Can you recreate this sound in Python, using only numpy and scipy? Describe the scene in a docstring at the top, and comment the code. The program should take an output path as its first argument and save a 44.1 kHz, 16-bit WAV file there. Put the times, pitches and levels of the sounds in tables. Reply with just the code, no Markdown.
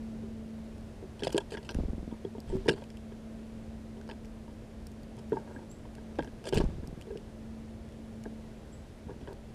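"""A wavering hum and outdoor rumble come first; then a small bird hops, scrabbles and pecks on a wooden feeder box.
It flies off and comes back, heard by a microphone inside the hollow box.
Feet, claws and beak are short rough bursts of noise and fading tones, the box's own notes.
Wing beats are short low snaps and slow puffs of air, with gusts of filtered noise around them.
A far bird's thin gliding whistles echo behind; the hum is a slowly wandering tone, the rumble shaped noise."""
import sys
import numpy as np
from scipy import signal
from scipy.fft import rfft, irfft
from scipy.io import wavfile
from scipy.ndimage import uniform_filter1d

SR = 44100
rng = np.random.default_rng(int(sys.argv[2]) if len(sys.argv) > 2 else 0)


def bounce(signal):
    """Save signal as a 16-bit WAV file at the path given by the first command-line argument."""
    frames = np.transpose(np.atleast_2d(signal))
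    limited = np.clip(frames, -1, 1)
    pcm = np.round(limited * 32767).astype(np.int16)
    wavfile.write(sys.argv[1], SR, pcm)


N = 420713
T = np.arange(N) / SR  # time of each sample [s]

# colour of the outdoor air noise: (frequency [Hz], relative level per Hz [dB])
AIR_COLOUR = [(15, -28), (22, -2), (70, 3.5), (170, -5), (277, -7), (642, -13), (738, -18), (1190, -26),
              (1610, -26.5), (8650, -40), (9950, -40.5), (14300, -52.5), (16000, -56)]
# loudness of the hum over time: (time [s], level [dB])
HUM_LEVELS = [(0, -42.5), (.6, -44.5), (1.1, -53.5), (2.2, -50), (2.6, -49), (3.5, -46), (4.4, -49),
              (4.8, -52), (5.3, -46), (5.7, -53.5), (6.1, -47.5), (6.9, -58), (7.5, -46), (7.85, -50.5),
              (8.3, -44.5), (8.8, -56.5), (9.54, -54)]
# overtones of the hum: (multiple of the lowest tone, level against the lowest tone [dB])
HUM_OVERTONES = [(2, -24), (3, -25.5)]
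# far bird's whistles: (time [s], length [s], start pitch [Hz], end pitch [Hz], whistle level [dB], echo peak [dB])
FAR_CALLS = [(2.49, .024, 8200, 7350, -59, -68), (5.525, 0.034, 7450, 8300, -75, -65),
             (5.69, 0.052, 7030, 8100, -57, -61), (8.715, .045, 7300, 8100, -60, -62)]
# air thrown into the box: (time [s], length [ms], low air level [dB], breathy feather hiss level [dB])
GUSTS = [(1.739, 180, -39, -62.5), (2.46, 340, -42, -63), (6.55, 126, -31, -52), (6.66, 210, -42, -66)]
# runs of wing beats: (first beat [s], number of beats, period [ms], snap peak [dB], snap change per beat [dB],
# snap pitch [Hz], puff peak [dB], puff change per beat [dB], puff start after the snap [ms], puff length [ms],
# first swing of pressure [+1 or -1])
FLIGHTS = [(1.751, 1, 48, -28, 0, 200, -24, 0, 1.5, 30, -1),
           (1.787, 8, 48.4, -22, -1, 210, -22, -3, 6.5, 25, -1),
           (2.508, 2, 45, -28.5, 7, 188, -32, -4, -16, 39, 1),
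           (2.574, 1, 45, -40, 0, 200, -34, 0, 3, 36, 1), (6.574, 1, 48, -19, 0, 182, -28, 0, -36, 39, 1),
           (6.601, 1, 48, -19.5, 0, 216, -22, 0, -4, 32, -1),
           (6.639, 1, 48, -19.5, 0, 171, -23, 0, 8, 30, -1),
           (6.688, 2, 49, -26.5, -10, 170, -35, -14, 7, 19, 1),
           (6.784, 5, 48, -28, -1, 183, -32, -1.5, 4.5, 21.5, 1),
           (9.069, 4, 47.3, -31.5, -3, 203, -45, 2.5, 12, 17, -1)]
# claws dragging and seeds shifting: (time [s], length [ms], rasp level [dB], boom level [dB], treble level [dB])
SCRAPES = [(1.194, 19, -51, -50, -66), (1.22, 7.6, -56, -44, -66), (1.236, 33, -40.5, -42, -47.5),
           (1.268, 16.5, -39, -58, -50), (1.292, 25, -55, -43, -63), (1.32, 23, -46, -45, -50),
           (1.343, 44, -55, -39, -64), (1.378, 8.6, -33.5, -26, -35.5), (1.401, 28, -51, -45, -64),
           (1.505, 13, -51, -54, -57), (1.519, 46, -49.5, -46.5, -56.5), (1.571, 16, -51, -44.5, -70),
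           (1.627, 14, -57, -54, -68), (1.648, 34, -57, -56, -64), (1.69, 36, -45.5, -41, -66),
           (2.474, 120, -63.5, -58, -67), (2.65, 35, -59, -47, -66), (2.682, 21, -36, -42, -42),
           (2.707, 19, -44, -43, -56), (2.727, 24, -51.5, -47, -62), (2.757, 97, -62.5, -51.5, -71),
           (4.09, 56, -59, -43.5, -73), (5.185, 22, -59, -53, -62), (5.326, 130, -67, -47.5, -70),
           (5.47, 480, -78, -51, -80), (6.191, 21, -62, -36, -70), (6.222, 52, -65, -47, -72),
           (6.439, 16, -55, -47, -67), (6.454, 15, -47, -45, -54), (6.468, 36, -43.5, -46, -48),
           (6.525, 21, -46, -36, -56), (6.542, 32, -42, -36, -46.5), (6.571, 25, -37.5, -40, -45),
           (6.6, 21, -49, -30, -58), (6.625, 66, -69, -57, -73), (9.084, 55, -74, -53, -80),
           (9.205, 72, -68, -58, -80), (9.271, 74, -69, -48, -75)]
# claws and seed husks clicking: (time [s], peak [dB], centre pitch [Hz])
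TICKS = [(1.194, -52, 3000), (1.305, -37, 3200), (1.321, -46, 6000), (1.328, -32, 6040), (1.368, -34, 3520),
         (1.506, -49, 4500), (1.711, -41, 4800), (1.746, -35, 1790), (2.403, -41, 6940), (2.558, -47, 8000),
         (2.568, -49, 11000), (2.655, -50, 8100), (2.784, -54, 5200), (2.8396, -44.5, 2470),
         (2.903, -46, 2410), (2.9712, -45, 2960), (4.013, -46.5, 1600), (4.078, -49, 2300),
         (4.089, -54, 2300), (4.131, -53, 2600), (4.2476, -48, 2600), (4.256, -51, 5500),
         (4.869, -39, 8600), (4.917, -51, 7540), (5.033, -48.5, 6100), (5.196, -53, 8000),
         (5.296, -50, 5000), (5.715, -44, 7900), (5.952, -45, 3360), (6.156, -50, 1610), (6.162, -54, 2500),
         (6.233, -49, 3000), (6.246, -43, 1790), (6.4414, -43, 3370), (6.49, -32, 4020),
         (6.5423, -32, 6500), (6.548, -32, 6560), (6.643, -47, 3100), (6.874, -42, 7500),
         (7.0125, -40.5, 3400), (7.022, -44, 3400), (7.1735, -43, 2640), (8.238, -42, 2930),
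         (9.33, -47.5, 4500)]
# feet and beak on wood: (time [s], body peak [dB], favoured body pitch [Hz], panel peak [dB],
# favoured panel pitch [Hz], claw peak [dB], ring time [ms])
KNOCKS = [(0.223, -37, 390, -65, 845, -65, 130), (1.026, -35, 400, -51, 931, -65, 39),
          (1.222, -27.5, 337, -42, 1560, -45, 43), (1.234, -34, 400, -48, 900, -26.5, 15),
          (1.27, -17.5, 570, -29.5, 740, -30.5, 12.4), (1.345, -17.5, 340, -38, 929, -40, 44),
          (1.379, -30, 550, -28.5, 1530, -21, 19), (1.52, -30, 436, -38.5, 1530, -44, 22),
          (1.54, -33, 375, -41, 1560, -43, 17), (1.549, -34, 375, -37, 1600, -45, 10),
          (1.571, -37.5, 350, -36.5, 1620, -40.5, 57), (1.691, -39, 340, -44, 915, -32, 16),
          (2.112, -41, 245, -49, 930, -57.5, 160), (2.249, -26, 400, -47, 861, -48, 28),
          (2.35, -36, 444, -44.5, 990, -68, 34), (2.382, -30.5, 269, -62, 937, -54, 8.6),
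          (2.499, -37, 276, -46, 915, -50, 29), (2.522, -42, 383, -44, 960, -58, 15),
          (2.526, -28.5, 390, -53, 756, -62, 72), (2.537, -33, 395, -55, 805, -56, 110),
          (2.658, -29.5, 383, -43, 900, -62, 38), (2.681, -25, 281, -23, 751, -35, 15),
          (2.685, -10, 377, -32, 1650, -22.5, 15.4), (2.692, -25, 508, -19, 1970, -16, 8.8),
          (2.703, -23, 380, -41, 888, -42, 27), (2.711, -27, 300, -42, 1620, -48, 16),
          (2.736, -31.5, 380, -46, 1700, -52, 22), (2.778, -44, 400, -50, 1620, -60, 20),
          (2.82, -38, 540, -45, 985, -50, 22), (3.121, -37, 405, -50, 740, -52, 12),
          (3.969, -43, 410, -55, 883, -58, 57), (4.098, -51, 400, -43, 1610, -45, 13),
          (4.112, -40, 328, -41, 1610, -38.5, 8.8), (4.479, -45, 511, -48, 966, -59, 20),
          (5.179, -41.5, 377, -51, 869, -57, 36), (5.32, -20, 447, -39, 1600, -52, 47),
          (5.329, -24, 286, -33.5, 940, -50, 20), (5.369, -31, 460, -28.5, 940, -66, 22),
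          (5.475, -45, 250, -42, 940, -67, 14), (5.478, -52, 400, -53, 1620, -69, 13),
          (5.508, -53, 250, -49, 930, -68, 31), (5.562, -34, 268, -39.5, 1610, -62, 18),
          (5.853, -44, 480, -46, 1080, -55, 11), (5.982, -42, 480, -44.5, 990, -58, 9.3),
          (6.187, -20.5, 330, -34, 885, -38, 9.5), (6.191, -16.5, 516, -28.5, 1220, -38, 8.5),
          (6.205, -29.5, 260, -40, 1600, -44, 16), (6.224, -45, 339, -45, 1620, -44, 13),
          (6.274, -36, 248, -47, 1620, -51, 16), (6.454, -34.5, 557, -53, 762, -51, 20),
          (6.469, -32, 615, -39, 1740, -47, 110), (6.525, -21, 370, -36, 837, -35, 9.4),
          (6.533, -17, 387, -37, 1630, -32, 13), (6.558, -36.5, 258, -38, 915, -36, 21),
          (6.567, -24, 305, -35, 918, -34, 19), (6.574, -16.5, 370, -34, 1620, -30, 21),
          (6.603, -18, 375, -30.5, 1060, -39, 19.6), (6.837, -43, 450, -50, 1620, -66, 28),
          (6.961, -54, 443, -56.5, 1610, -68, 27), (7.07, -37.5, 460, -57, 856, -57, 50),
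          (7.104, -32.5, 453, -46.5, 953, -58, 120), (7.155, -30.5, 420, -54, 1610, -65, 27),
          (8.255, -38, 344, -41.5, 1610, -65, 39), (8.261, -31.5, 242, -45, 900, -67, 9.8),
          (9.095, -33, 426, -47, 1050, -65, 12), (9.105, -38, 400, -50, 1620, -65, 19),
          (9.113, -41, 400, -55, 930, -65, 26), (9.212, -38, 278, -64, 1130, -56, 40),
          (9.274, -36, 450, -42, 900, -50.5, 24), (9.281, -35.5, 424, -50, 1640, -52, 46),
          (9.326, -36.5, 400, -56, 1600, -62, 13)]
# the notes (modes) of the ringing box: (pitch [Hz], relative level [dB], time to fade by 60 dB [s])
BOX_MODES = [(130.4, 1, 0.25), (156.4, 14.5, 0.083), (260.4, -0.5, 0.12), (343.4, 2.5, 0.067),
             (391.8, -0.5, 0.3), (441, 3, 0.084), (541, 0.5, 0.053), (623, 1.5, 0.035), (726, -1.5, 0.012),
             (924, 0.5, 0.043), (936, -0.5, 0.15), (1090, -9, 0.079), (1590, -21, 0.026), (1630, 10, 0.056),
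             (1827, 0.5, 0.038), (2070, -17, 0.051), (2460, -5, 0.026), (2687, 4.5, 0.031),
             (3100, 11.5, 0.015), (3235, 1, 0.025), (3900, -28, 0.018), (5220, 17.5, 0.0054),
             (5110, 3, 0.029), (6400, 9.5, 0.0038), (7700, -8, 0.0077), (9000, 10, 0.0038)]

AIR_DB = -47  # average (rms) level
HUM_HZ = 221.3
GUST_TOP_HZ, WASH_TOP_HZ = 125, 4500
BEAT_SCATTER_DB = 1.8  # chance spread of each beat's loudness
RASP_TOP_HZ, TREBLE_TOP_HZ = 5160, 9870
RASP_RING = 0.45  # share of the box's ring in the rasp
CATCH, CATCH_DB = SR // 250, 3  # claws catch and let go: samples per catch, spread
FAINT_TICKS = 7  # seeds settling at chance moments
FAINT_TICK_DB, FAINT_TICK_HZ = -57, 3080  # lowest level and lowest centre pitch of these
TICK_HISS_DB = -2  # hiss peak against the tick's ring
TICK_RING_S = 0.005
PANEL_HZ, CLAW_HZ, SHEEN_HZ = (720, 2050), (2200, 3600), (4300, 12000)  # ranges of box modes
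THUD_DB, SHEEN_DB = -12, -8  # low thud against the body; brightest modes against the claw crack
SHEEN_PER_DB, SHEEN_FULL_DB = 0.25, -35  # claw cracks softer than this lose sheen faster
CONTACT_MS, CONTACT_PER_RING = 0.93, 0.028  # shortest touch; longer-ringing landings touch longer
FAVOUR_DB, FAVOUR_REACH = -41.5, 0.37  # dB per unit of log pitch away from the spot, up to this far
PITCH_WANDER, UPPER_WANDER = 0.018, 0.05  # pitch scatter of all modes; extra above the panels
TOP_HZ = 15400  # the recorder's upper limit


def undb(db):
    """Turn decibels into a gain."""
    return 10 ** (np.asarray(db) / 20)


def add(out, s, x):
    """Mix x into out from time s."""
    i = int(s * SR)
    out[i:i + len(x)] += x[:len(out) - i]


def peak(x, db):
    """Scale x so that its highest point has this level."""
    return x * undb(db) / np.abs(x).max()


def band(x, lo_hz, hi_hz):
    """Keep mostly the pitches between two limits."""
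    return signal.sosfilt(signal.butter(2, [lo_hz, hi_hz], "bandpass", fs=SR, output="sos"), x)


def walk(rate):
    """Slow random wander around zero, with a spread near 1."""
    k = int(SR / rate)
    steps = np.repeat(rng.standard_normal(N // k + 1), k)
    return 0.683 * uniform_filter1d(uniform_filter1d(steps, k), k)[:N]


def ring(lo_hz, hi_hz, spot_hz=0, damp_s=0.92):
    """One blow's ring from the box modes in a range; each spot favours modes near its pitch, a resting foot damps them."""
    t = np.arange(SR // 8) / SR
    luck = rng.standard_normal((len(BOX_MODES), 2))
    out = 0
    for (hz, db, t60), (level_luck, pitch_luck) in zip(BOX_MODES, luck):
        if lo_hz <= hz < hi_hz:
            off_db = FAVOUR_DB * min(abs(np.log(hz / spot_hz)), FAVOUR_REACH) if spot_hz else 0
            gain = undb(db + off_db + 2.5 * level_luck)
            wander = PITCH_WANDER + UPPER_WANDER * (hz > CLAW_HZ[0])
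            mode_hz = hz * (1 + wander * pitch_luck)
            fade = np.exp(-np.log(1000) * t / t60)
            out = out + gain * fade * np.sin(2 * np.pi * mode_hz * t)
    damping = 1.77 * np.exp(-(t / damp_s) ** 2) + 0.26 * np.exp(-t / damp_s)
    return out * damping


def air():
    """Outdoor rumble and hiss: shaped noise whose lows gust gently while the treble stays smoother."""
    f = np.fft.rfftfreq(N, 1 / SR) + 1  # the added 1 Hz avoids log of zero
    hz, db = np.transpose(AIR_COLOUR)
    colour = undb(np.interp(np.log(f), np.log(hz), db))
    spectrum = rfft(rng.standard_normal(N)) * colour
    low_share = 1 / (1 + (f / 500) ** 2)
    low = irfft(spectrum * low_share, N)
    high = irfft(spectrum * (1 - low_share), N)
    out = low * undb(1.2 * walk(1.5)) + high * undb(0.6 * walk(4))
    return out * undb(AIR_DB) / out.std()


def hum():
    """A distant motor tone that wavers a little, swells and fades, with faint overtones."""
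    phase = 2 * np.pi * np.cumsum(HUM_HZ + 0.96 * walk(2.43)) / SR
    tone = np.sin(phase)
    for multiple, db in HUM_OVERTONES:
        tone = tone + undb(db + 2 * walk(2.3)) * np.sin(multiple * phase)
    level_db = np.interp(T, *zip(*HUM_LEVELS)) + 1.2 * walk(15.0)
    return np.sqrt(2) * undb(level_db) * tone  # sqrt(2) makes it the average (rms) level of the lowest tone


def far_calls():
    """Thin gliding whistles, smeared by echoes from the trees, made of fading noise."""
    out = np.zeros(N)
    t = np.arange(SR // 3) / SR
    for s, length, from_hz, to_hz, db, echo_db in FAR_CALLS:
        u = np.linspace(0, 1, int(length * SR))
        glide_hz = from_hz + (to_hz - from_hz) * u
        whistle = np.sin(np.pi * u) * np.sin(2 * np.pi * np.cumsum(glide_hz) / SR)
        trees = rng.standard_normal(len(t)) * np.exp(-np.log(1000) * t / 0.43)
        add(out, s, undb(db) * whistle)
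        add(out, s, peak(signal.fftconvolve(whistle, trees), echo_db))
    return out


def gusts():
    """Turbulent low air, with a feather hiss on it, swells and dies around take-offs and landings."""
    out = np.zeros(N)
    for s, ms, db, wash_db in GUSTS:
        u = np.arange(SR // 2) * 1000 / SR / ms
        swell = np.sin(np.pi * np.minimum(u, 1) ** 0.42)  # rises fast, dies slowly
        low = band(rng.standard_normal(len(u)), 14, GUST_TOP_HZ)
        wash = band(rng.standard_normal(len(u)), 700, WASH_TOP_HZ)
        add(out, s, swell * (undb(db) * low / low.std() + undb(wash_db) * wash / wash.std()))
    return out


def wing_stroke(out, s, snap_db, hz, swing, puff_db, puff_ms, puff_long_ms):
    """One stroke: a snap that booms briefly, a weaker one on the turn, and a slow suck and puff of pushed air."""
    t = np.arange(SR // 14) / SR
    chance = rng.standard_normal(6)
    snap_db = snap_db + BEAT_SCATTER_DB * chance[2]
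    puff_db = puff_db + BEAT_SCATTER_DB * chance[3]
    snap_hz = hz * (1 + 0.05 * chance[0])
    turn_hz = 330 * (1 + 0.08 * chance[1])

    sag = t + 0.00015 * (1 - np.exp(-t / 0.00051))  # the snap starts sharp and sags to its pitch
    snap_shape = (1 - np.exp(-(t / 0.0008) ** 2)) * np.exp(-t / 0.0028)
    snap = np.sin(2 * np.pi * snap_hz * sag) * snap_shape
    turn = np.sin(2 * np.pi * turn_hz * t) * (1 - np.exp(-t / 0.0022)) * np.exp(-t / 0.0014)
    u = np.minimum(t * 1000 / (puff_long_ms * (1 + 0.08 * chance[4])), 1)
    puff = -np.sin(2 * np.pi * 1.24 * u) * np.sin(np.pi * u) ** 2
    # eddies off the feathers
    swirl = band(rng.standard_normal(len(t)), 145, 570) * np.sin(np.pi * np.minimum(t / 0.027, 1))

    add(out, s, np.sign(swing) * peak(snap, snap_db))
    add(out, s + 0.013 + 0.00073 * chance[5], np.sign(swing) * peak(turn, snap_db - 14.5))
    add(out, s + puff_ms / 1000, peak(puff, puff_db))
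    add(out, s, peak(swirl, snap_db - 17))


def wings():
    """Runs of evenly spaced wing strokes; snaps and puffs may grow or weaken from beat to beat."""
    out = np.zeros(N)
    for first, beats, ms, snap, snap_step, hz, puff, puff_step, lag, long, swing in FLIGHTS:
        for k in range(round(beats)):
            s = first + k * ms / 1000
            wing_stroke(out, s, snap + k * snap_step, hz, swing, puff + k * puff_step, lag, long)
    return out


def scrapes():
    """Stick-slip of claws: dense uneven slips start at once and die away; they rasp and briefly ring the box."""
    out = np.zeros(N)
    for s, ms, rasp_db, boom_db, treble_db in SCRAPES:
        u = np.linspace(0, 1, SR // 6) * 1000 / 6 / ms  # share of the drag; the longest one is cut short
        drag = np.clip(1 - u ** 2, 0, 1) * np.minimum(u / 0.021, 1)
        big_slips = rng.random(len(u)) < 3000 / SR  # about 3000 a second
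        slips = drag * rng.standard_normal(len(u)) * (0.35 + big_slips * 2.5)
        catches = np.repeat(rng.standard_normal(len(u) // CATCH + 1), CATCH)[:len(u)]
        slips = slips * undb(CATCH_DB * catches)
        touch = ring(200, SR, damp_s=0.0061)[:SR // 40]  # the foot on the wood keeps the ring short
        rung = undb(-35) * signal.fftconvolve(slips, touch)[:len(u)]
        rasp = band(RASP_RING * rung + slips, 2430, RASP_TOP_HZ) + 0.5 * band(slips, 1530, 2500)
        boom = band(rung + slips, 360, 950)
        treble = band(band(slips, 2200, TREBLE_TOP_HZ), 4250, TREBLE_TOP_HZ)
        for layer, db in ((rasp, rasp_db), (boom, boom_db), (treble, treble_db)):
            loudness = np.sqrt(np.sum(layer ** 2) / np.sum(drag ** 2))
            add(out, s, layer * undb(db) / loudness)
    return out


def ticks():
    """A sharp click: the box's upper modes near its centre ring briefly under a burst of hiss."""
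    out = np.zeros(N)
    t = np.arange(SR // 50) / SR
    faint = [(a * T[-SR // 20], FAINT_TICK_DB + 6 * b, FAINT_TICK_HZ + 1400 * c)
             for a, b, c in rng.random((FAINT_TICKS, 3))]
    for s, db, hz in TICKS + faint:
        burst = rng.standard_normal(len(t)) * np.exp(-t / 0.0016)
        hiss = band(burst, 0.5 * hz, min(2.8 * hz, 14000))
        add(out, s, peak(hiss, db + TICK_HISS_DB))
        modes = ring(max(1300, hz / 2), SR, hz, TICK_RING_S)
        strike = burst * np.exp(-t / 0.0005)
        add(out, s, peak(signal.fftconvolve(modes, strike), db))
    return out


def knocks():
    """A foot or beak lands unevenly: a rough contact some ms long drives the body, panels and bright surface modes."""
    out = np.zeros(N)
    t = np.arange(SR // 8) / SR
    for s, body_db, body_hz, panel_db, panel_hz, claw_db, ring_ms in KNOCKS:
        damp = max(ring_ms, 4) / 1000
        contact = CONTACT_MS / 1000 + CONTACT_PER_RING * damp
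        # claws touch one after another
        grit = rng.standard_normal(len(t)) * rng.standard_normal(len(t)) * np.exp(-t / contact)
        settle = 1 - np.exp(-(t / contact) ** 2)  # the body builds up while the weight settles
        add(out, s, peak(ring(200, 750, body_hz, damp) * settle, body_db))
        add(out, s, peak(ring(0, 200) * settle, body_db + THUD_DB))
        sheen_db = claw_db + SHEEN_DB + SHEEN_PER_DB * min(claw_db - SHEEN_FULL_DB, 0)
        # last number: how much bare grit joins the ring
        layers = ((*PANEL_HZ, panel_hz, panel_db, 5.0),
                  (*CLAW_HZ, None, claw_db, 10.0),
                  (*SHEEN_HZ, None, sheen_db, 11.0))
        for lo_hz, hi_hz, spot_hz, db, bare in layers:
            rung = signal.fftconvolve(ring(lo_hz, hi_hz, spot_hz, 0.96 * damp), grit)[:len(t)]
            add(out, s, peak(band(rung + bare * grit, 0.8 * lo_hz, 1.15 * hi_hz), db))
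    return out


def scene():
    """All sources at one microphone; wood and seeds soak up the highest treble of what touches them."""
    background = air() + hum() + far_calls()
    flight = gusts() + wings()
    touches = scrapes() + ticks() + knocks()
    wood = signal.sosfilt(signal.butter(2, 13000, fs=SR, output="sos"), touches)
    return (background + flight + wood)[None]


def record(dry):
    """The recorder cuts the top with a steep low-pass filter."""
    return signal.sosfilt(signal.ellip(8, 0.2, 60, TOP_HZ, fs=SR, output="sos"), dry)


dry = scene()
out = record(dry)
bounce(out)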